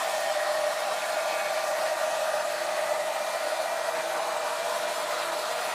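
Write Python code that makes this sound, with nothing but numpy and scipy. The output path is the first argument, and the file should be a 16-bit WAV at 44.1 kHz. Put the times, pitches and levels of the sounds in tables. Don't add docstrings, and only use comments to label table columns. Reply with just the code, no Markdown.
import sys
import numpy as np
from scipy import signal
from scipy.fft import rfft, irfft
from scipy.io import wavfile
from scipy.ndimage import uniform_filter1d

SR = 44100
rng = np.random.default_rng(int(sys.argv[2]) if len(sys.argv) > 2 else 0)


def unload_audio(sound):
    columns = np.transpose(np.atleast_2d(sound))
    steps = np.round(np.clip(columns, -1, 1) * 32767)
    wavfile.write(sys.argv[1], SR, steps.astype(np.int16))


def volts(x):
    e = np.asarray(x, float) / 20
    return 10 ** e


N = 253125
TIME = np.arange(N) / SR
BLOCK = 2048
RIDGE_CLIMB_PER_S = .015


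def evened(x):
    return x / np.sqrt(np.mean(x ** 2) + 1e-20)


def smoothed(x, first, second, axis=-1):
    return uniform_filter1d(uniform_filter1d(x, first, axis=axis), second, axis=axis)


def curve(table, column):
    rows = np.array(table, float)
    return np.interp(TIME, rows[:, 0], rows[:, column])


def read(points, hz):
    f, value = np.transpose(points)
    return np.interp(np.log(hz + 1), np.log(f), value)[:, None]


def bump(t, centre, half):
    return np.exp(-((t - centre) / half) ** 2)


def wander(seconds):
    size = max(int(seconds * SR), 2)
    return evened(smoothed(rng.standard_normal(N), size, size))


def blotches(z, bins, frames):
    field = rng.standard_normal(z.shape[::-1]).T
    field = uniform_filter1d(field, size=bins, axis=0)
    return evened(uniform_filter1d(field, size=frames, axis=1))


def resonate(x, hz, width):
    turn = np.exp(2j * np.pi * np.cumsum(hz * np.ones(N)) / SR)
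    r = np.exp(-np.pi * width / SR)
    return 2 * (turn * signal.lfilter([1 - r], [1, -r], x / turn)).real


def ringing(hz, width):
    return evened(resonate(resonate(rng.standard_normal(N), hz, width), hz, width))


def steadied(x, seconds):
    size = int(seconds * SR)
    return evened(x / np.sqrt(smoothed(x ** 2, size, size) + 1e-12))


def crossed(spots):
    between = volts(max(db for s, half, db in spots) - 18)
    return between + sum(volts(db) * bump(TIME, s, half) for s, half, db in spots)


def turbulence(spectrum, patchy_db, gust_db):
    # centre_s, depth_db
    dips = [
        (.77, 1.5),
        (1.74, 1.5),
        (2.74, 1.5),
        (3.44, 2),
        (4.68, 1.5),
        (4.87, 4.5),
        (5.06, 3),
        (5.31, 4.5),
    ]
    frames, hz = N // 256 + 5, np.fft.rfftfreq(1024, 1 / SR)
    a, b = rng.standard_normal((frames, 513, 2)).T
    gusts = evened(smoothed(rng.standard_normal(frames), 4, 3))
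    lulls_db = sum(db * bump(np.arange(frames) * 256 / SR, s, 0.012) for s, db in dips)
    field_db = patchy_db * blotches(a, bins=24, frames=12)
    field_db = field_db + np.outer(hz / 10000, gust_db * gusts - lulls_db)
    z = (a + 1j * b) * volts(read(spectrum, hz) + field_db)
    return evened(signal.istft(z, nperseg=1024, noverlap=768)[1][:N])


def standing_waves(x, fine_db, broad_db):
    hz, _, z = signal.stft(x, SR, nperseg=4096, noverlap=3072)
    fine = blotches(z, bins=3, frames=30)
    fine = evened(fine - uniform_filter1d(fine, size=9, axis=0)) / (1 + (hz[:, None] / 2500) ** 2)
    broad = blotches(z, bins=16, frames=18) / (1 + (1500 / (hz[:, None] + 1)) ** 2)
    z = z * volts(fine_db * fine + broad_db * broad)
    return evened(signal.istft(z, nperseg=4096, noverlap=3072)[1][:N])


def barrel_boom(boom_db, facing_db):
    hz = 599.7 + 4.2 * TIME - 3 * facing_db
    above_cutoff = signal.cheby2(8, 18, 570, "high", fs=SR, output="sos")
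    boom = signal.sosfilt(above_cutoff, ringing(hz, 110))
    return steadied(boom, seconds=0.061) * volts(boom_db - 1.2)


def outlet_rush(facing_db):
    # pitch_hz, level_db per Hz
    rush_spectrum = [(25, -46), (60, -38), (105, -48), (130, -26.5), (420, -10), (480, -9.5), (540, -2),
                     (760, 4), (1500, -1.5), (2150, -5.5), (3200, -12), (5000, -23.5), (9000, -50)]
    rush = turbulence(rush_spectrum, patchy_db=1.57, gust_db=4.0)
    return standing_waves(rush, fine_db=3.5, broad_db=0.5) * volts(-34 - 0.11 * facing_db)


def grille_hiss(distance_m):
    # pitch_hz, level_db per Hz
    hiss_spectrum = [(500, -70), (1500, -69), (2600, -7.5), (3200, -3), (4300, -0.5), (5200, -3.5),
                     (9000, -5.5), (11500, -9.5), (13200, -14.5), (15400, -16.5)]
    hiss = turbulence(hiss_spectrum, patchy_db=1.08, gust_db=0.61)
    return standing_waves(hiss, fine_db=10.0, broad_db=0.9) * volts(-40) / distance_m


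def duct_resonances():
    # pitch_hz, width_hz, climb_hz_per_s
    ducts = [
        (483, 34, 0),
        (1836, 125, 15.5),
        (2520, 220, 5),
    ]
    # centre_s, half_length_s, level_db
    duct_spots = [
        [(1.2, 0.94, -51.5), (2.9, 0.5, -51), (4.05, 0.45, -43.5), (4.8, 0.43, -44.5), (5.5, 0.33, -43)],
        [(.35, 0.56, -36.5), (1.85, 0.54, -40), (2.8, 0.43, -45.5), (3.7, 0.35, -43.5), (4.9, 0.23, -52),
         (5.74, 0.38, -45)],
        [(0, 0.24, -41.5), (2.0, 0.84, -48.5), (3.2, 0.18, -60), (5.74, .25, -46.5)],
    ]
    # pitch_hz, width_hz
    passing = [
        (598, 13.6),
        (775, 42),
        (1220, 22),
    ]
    # centre_s, half_length_s, level_db
    passing_spots = [
        [(.6, 0.33, -33), (1.8, 1, -39), (2.85, 0.43, -39.5), (4.5, 0.95, -42)],
        [(0, 0.75, -37), (1.6, 0.67, -40), (3.2, .6, -43), (4.3, 0.55, -41)],
        [(.6, .4, -48), (2.4, 0.44, -42.5), (3.3, 0.56, -54)],
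    ]
    out = np.zeros(N)
    for (hz, width, climb), spots in zip(ducts, duct_spots):
        ring = steadied(ringing(hz + climb * TIME, width), seconds=0.94)
        out += volts(-5.0) * crossed(spots) * ring
    for (hz, width), spots in zip(passing, passing_spots):
        out += volts(-2.0) * crossed(spots) * steadied(ringing(hz, width), seconds=0.2)
    return out


def fixed_modes():
    # pitch_hz, width_hz, level_db
    modes = [(121, 11, -77.5), (141.7, 11, -71.5), (209.4, 20, -65.5), (253.5, 32, -73), (950.4, 42, -49.5),
             (1423, 105, -49.5), (1120, 17, -73), (1303, 29, -51.5)]
    # pitch_hz, width_hz, level_db
    whistle = (14730, 260, -69)
    return sum(volts(db + 0.78 * wander(0.19)) * ringing(hz, width) for hz, width, db in modes + [whistle])


def along_walk(x):
    # centre_s, half_length_s, pitch_hz, half_width_hz, level_db
    ridges = [(0.31, .5, 966, 22, 7), (0.72, 0.19, 1120, 17, 5), (0.61, 0.43, 935, 17, -18),
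              (0.46, 0.29, 2000, 35, -2), (0.77, .5, 1700, 27, 4), (.1, 0.37, 2240, 43, 7),
              (0.17, .3, 3200, 50, 2.5), (1.55, 0.85, 1290, 42, -8.5), (1.4, .4, 1690, 48, 4.5),
              (1.3, .3, 2900, 44, -11), (1.36, 0.46, 2250, 41, 12.5), (1.4, 0.33, 2520, 45, 7),
              (2.1, 0.57, 940, 18, 2), (1.3, 0.41, 1430, 25, 4.5), (1.7, 0.33, 1300, 20, 5.5),
              (2.3, .25, 2160, 100, -10), (2.4, .4, 2540, 35, 3.5), (2.5, 0.6, 1020, 27, -18),
              (3, 0.46, 1400, 24, -8), (3.0, 0.22, 1995, 25, 10), (3.17, 0.25, 1580, 62, -8),
              (3.5, 0.17, 1455, 18, 4), (3.3, 0.58, 2280, 50, -6), (3, 0.99, 1110, 26, -2),
              (3.7, 0.55, 1930, 22, 3.5), (4.6, 0.88, 3000, 30, -3), (2.9, .7, 2800, 73, -2.5),
              (4.8, .5, 1300, 15, -3), (.6, .5, 810, 10, 6), (4.47, 0.22, 2160, 97, -6),
              (4.36, 0.17, 2950, 30, 13), (4.9, 0.6, 980, 29, 5), (4.74, 0.2, 1450, 50, 3.5),
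              (5.4, .6, 1385, 19, 5), (5.1, 0.67, 1230, 65, 2), (5.0, .3, 1900, 30, 1),
              (1.9, 0.88, 543, 22, 7.5), (2.4, 0.89, 970, 8, -7.5), (4.3, 0.64, 727, 24, -11.5),
              (4.6, .8, 625, 8.6, -2.5)]
    # centre_s, half_length_s, pitch_hz, half_width_hz, level_db
    hiss_ridges = [(.1, .25, 7800, 250, 0.5), (.2, .4, 10300, 150, 0.5), (0.74, .9, 4300, 110, 2.5),
                   (1.6, 0.56, 3900, 150, 1.5), (1.3, .25, 11000, 100, 6), (1.4, .3, 12000, 80, 3),
                   (1.45, .25, 6050, 100, 6), (1.85, 0.19, 7200, 100, 2), (3.5, 0.36, 4100, 130, 2),
                   (3.04, .15, 5000, 700, -2), (2.9, .5, 13000, 150, 3), (3.64, .32, 9100, 200, 4.5),
                   (3.7, .25, 6050, 150, 4), (3.9, .35, 5500, 500, -1.5), (4.24, 0.23, 3960, 150, 3.5),
                   (4.4, .2, 8000, 200, 2), (4.7, 0.14, 7500, 500, 0), (5.24, 0.66, 3900, 420, 3),
                   (5.65, .25, 4800, 250, 1), (2.8, 1.4, 3200, 270, -2), (5.3, .6, 13700, 1500, 2),
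                   (.1, .2, 13500, 1500, 1), (3.7, .8, 13400, 500, 2), (0.62, .5, 634, 8.1, 0),
                   (1.05, 0.54, 615, 9, 3.5), (2.1, 0.73, 627, 7.9, 4), (4, 0.58, 653, 9, 5.5),
                   (5.6, 0.6, 602, 9, 5.5)]
    hz, t, z = signal.stft(x, SR, nperseg=4096, noverlap=3072)
    field_db = np.zeros(z.shape)
    for rows, climb in ((ridges, RIDGE_CLIMB_PER_S), (hiss_ridges, 0)):
        for s, half, f, width, db in rows:
            pitch_hz = f * (1 + climb * (t - s))
            field_db += db * bump(t, s, half) * bump(hz[:, None], pitch_hz, width)
    return signal.istft(z * volts(field_db), nperseg=4096, noverlap=3072)[1][:N]


def airflow():
    # start_s, boom_db as heard, distance_m
    walk = [(0, -31, 0.78), (.25, -30.5, .9), (.6, -29.5, 1.01), (.93, -35.5, 0.92), (1.15, -29.5, 1.02),
            (1.4, -32, 1.01), (1.8, -31, 0.99), (2.42, -30.5, 1.0), (2.58, -35, 1.01), (2.9, -27.5, 1.07),
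            (3.17, -35, 1.06), (3.5, -30.5, 1.05), (4.0, -32, 1.12), (4.4, -34, 1.14), (4.75, -31.5, 0.95),
            (5.3, -37.5, 0.93), (5.6, -33, 1.01), (5.74, -39, 0.97)]
    boom_db, distance_m = curve(walk, column=1), curve(walk, column=2)
    facing_db = boom_db + 32.5
    air = barrel_boom(boom_db, facing_db) + outlet_rush(facing_db) + grille_hiss(distance_m)
    return along_walk(air + duct_resonances() + fixed_modes())


def shaft_tone(order, turns):
    waver = np.sqrt(2) * volts(-.6 + 2.4 * np.tanh(wander(.03)))
    return waver * np.sin(2 * np.pi * (order * turns + .05 * wander(.02) + rng.random()))


def fan():
    # start_s, turns_per_s
    speed = [
        (0, 169.35),
        (.6, 169.37),
        (1.1, 168.94),
        (2.2, 169.0),
        (2.6, 169.32),
        (3.6, 169.33),
        (4.2, 169.46),
        (5.0, 169.42),
        (5.74, 169.15),
    ]
    # multiple, level_db
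    shaft = [
        (1, -68.5),
        (6, -52),
        (10, -61),
    ]
    # centre_s, half_length_s, level_db
    blade_spots = [
        [(.1, .4, -51), (.75, .35, -51), (1.5, .45, -45), (2.1, .25, -50), (2.7, .5, -57), (4.5, .35, -52),
         (5.55, .25, -52)],
        [(.1, .3, -55), (1.45, .3, -50), (3.25, .2, -50), (3.65, .3, -49.5), (4.2, .3, -53), (4.7, .3, -51),
         (5.4, .4, -55)],
        [(.1, .3, -57.5), (1.05, .2, -63), (2.15, .25, -63), (3.55, .3, -60), (4.35, .2, -62), (5.15, .3, -61)],
    ]
    # centre_s, half_length_s, level_db
    hum_spots = [
        (.4, .4, -61),
        (1.45, .4, -63),
        (1.95, .3, -66),
        (2.75, .25, -60),
        (3.1, .2, -64),
        (3.5, .12, -59),
        (4.08, .28, -54),
        (4.85, .15, -59),
        (5.3, .16, -54),
    ]
    turns = np.cumsum(curve(speed, column=1)) / SR
    blades = sum(shaft_tone((k + 1) * 7, turns) * crossed(spots) for k, spots in enumerate(blade_spots))
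    hum = np.sqrt(2) * np.sin(2 * np.pi * np.cumsum(339.3 + 3 * wander(.06)) / SR)
    hum = hum * crossed(hum_spots) * volts(.6 + 2.5 * wander(.04))
    motor = sum(volts(db + wander(0.11)) * shaft_tone(round(order), turns) for order, db in shaft)
    return blades + hum + motor


def singing():
    # centre_s, half_length_s, pitch_hz, level_db
    sung = [(.3, .25, 760, -46), (.15, .2, 1815, -50), (.35, .22, 1880, -48), (.68, .2, 1120, -47),
            (.85, .22, 1272, -52), (1.0, .25, 1565, -53), (1.05, .3, 698, -47), (1.3, .3, 1440, -52),
            (1.3, .2, 2540, -55), (1.5, .3, 790, -45), (1.9, .4, 945, -50), (2.05, .25, 632, -42),
            (2.1, .4, 696, -48), (2.2, .45, 742, -49), (2.2, .3, 2555, -56), (2.9, .18, 618, -39),
            (2.9, .3, 1995, -53), (3.5, .2, 1460, -49), (3.6, .5, 695, -47), (3.75, .4, 654, -42),
            (3.8, .3, 1945, -52), (4.25, .18, 1090, -49), (4.3, .2, 812, -46), (4.4, .25, 1260, -52),
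            (4.5, .25, 965, -50), (4.85, .22, 1460, -50), (5.1, .2, 605, -44), (5.3, .25, 665, -45),
            (5.3, .3, 1390, -51), (5.6, .2, 730, -46), (5.6, .2, 1920, -52), (.7, .2, 1875, -52),
            (1.15, .15, 612, -41), (2.25, .25, 1200, -48.5), (1.7, .2, 1196, -51)]
    size = int(SR / 16)
    out = np.zeros(N)
    for s, half, hz, db in sung:
        t = np.arange(max(s - 1, 0), min(s + 1, N / SR), 1 / SR)[:-1]
        a, b = smoothed(rng.standard_normal((2, 2 * SR)), size, size // 2, axis=1)[:, :len(t)]
        sway = (a + 1j * b) / abs(a + 1j * b) ** .8
        cycles = hz * (t + RIDGE_CLIMB_PER_S * (t - s) ** 2 / 2)
        ring = evened((sway * np.exp(2j * np.pi * cycles)).real)
        out[round(t[0] * SR):][:len(t)] += volts(db + .8) * ring * bump(t, s, half)
    return out


def scene():
    return np.tile(airflow() + fan() + singing(), (2, 1))


def thinned(x):
    # pitch_hz, threshold_db against the mean
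    dropped = [(4000, -17), (5000, -14.5), (9000, -12), (12000, -8), (13500, -5.5), (15000, -6.5)]
    hz, _, z = signal.stft(x, SR, nperseg=BLOCK, noverlap=BLOCK * 3 // 4)
    power = uniform_filter1d(uniform_filter1d(abs(z) ** 2, size=3, axis=0), size=5, axis=1)
    usual = uniform_filter1d(power.mean(1), size=15)[:, None]
    threshold_db = read(dropped, hz) + .3 + 3.2 * blotches(z, bins=4, frames=4)
    weak = (power < usual * volts(2 * threshold_db)) & (hz[:, None] > 3500)
    weak = uniform_filter1d(uniform_filter1d(weak * 1., size=3, axis=0), size=2, axis=1) > .01
    return signal.istft(z * np.where(weak, .03, 1), nperseg=BLOCK, noverlap=BLOCK * 3 // 4)[1][:N]


def side_bursts(mono):
    # centre_s, low_edge_hz
    fills = [(0.319, 4630), (0.528, 6270), (0.806, 4630), (1.387, 6500), (1.387, 9800), (1.572, 7540),
             (1.735, 9100), (1.851, 6240), (2.037, 6830), (2.408, 5150), (2.408, 9800), (4.219, 4400),
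             (4.219, 5500), (4.312, 4160), (4.591, 7100), (4.637, 7400), (4.754, 6270), (4.963, 5150),
             (5.009, 5150), (5.009, 7400), (5.102, 7400), (5.195, 4160), (5.195, 7100), (5.357, 4180),
             (5.357, 10500), (5.404, 4650), (5.45, 7400), (5.473, 9630), (5.706, 5700)]
    side, hz = np.zeros(N + BLOCK), np.fft.rfftfreq(BLOCK, 1 / SR)
    window = signal.windows.kaiser_bessel_derived(BLOCK, 4 * np.pi)
    for s, low_hz in fills:
        start = round(s * SR) - BLOCK // 2
        block = np.roll(mono, -start)[:BLOCK] * np.hanning(BLOCK)
        level = abs(rfft(block)) * (hz > low_hz) * (hz < low_hz * 1.24)
        fill = irfft(level * np.exp(2j * np.pi * rng.random(len(hz))))
        side[start:start + BLOCK] += volts(1.5) * fill * window
    return side[:N]


def roll_off(x):
    return signal.sosfilt(signal.butter(12, 15580, fs=SR, output="sos"), x)


def record(dry):
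    mono = signal.sosfilt(signal.butter(2, 35, "high", fs=SR, output="sos"), dry[0])
    band_limit = signal.firwin(1535, 15295, window=("kaiser", 9), fs=SR)
    mono = signal.oaconvolve(thinned(mono), band_limit, "same")
    mix = mono + np.outer([1, -1], side_bursts(mono))
    return roll_off(mix)


dry = scene()
out = record(dry)
unload_audio(out)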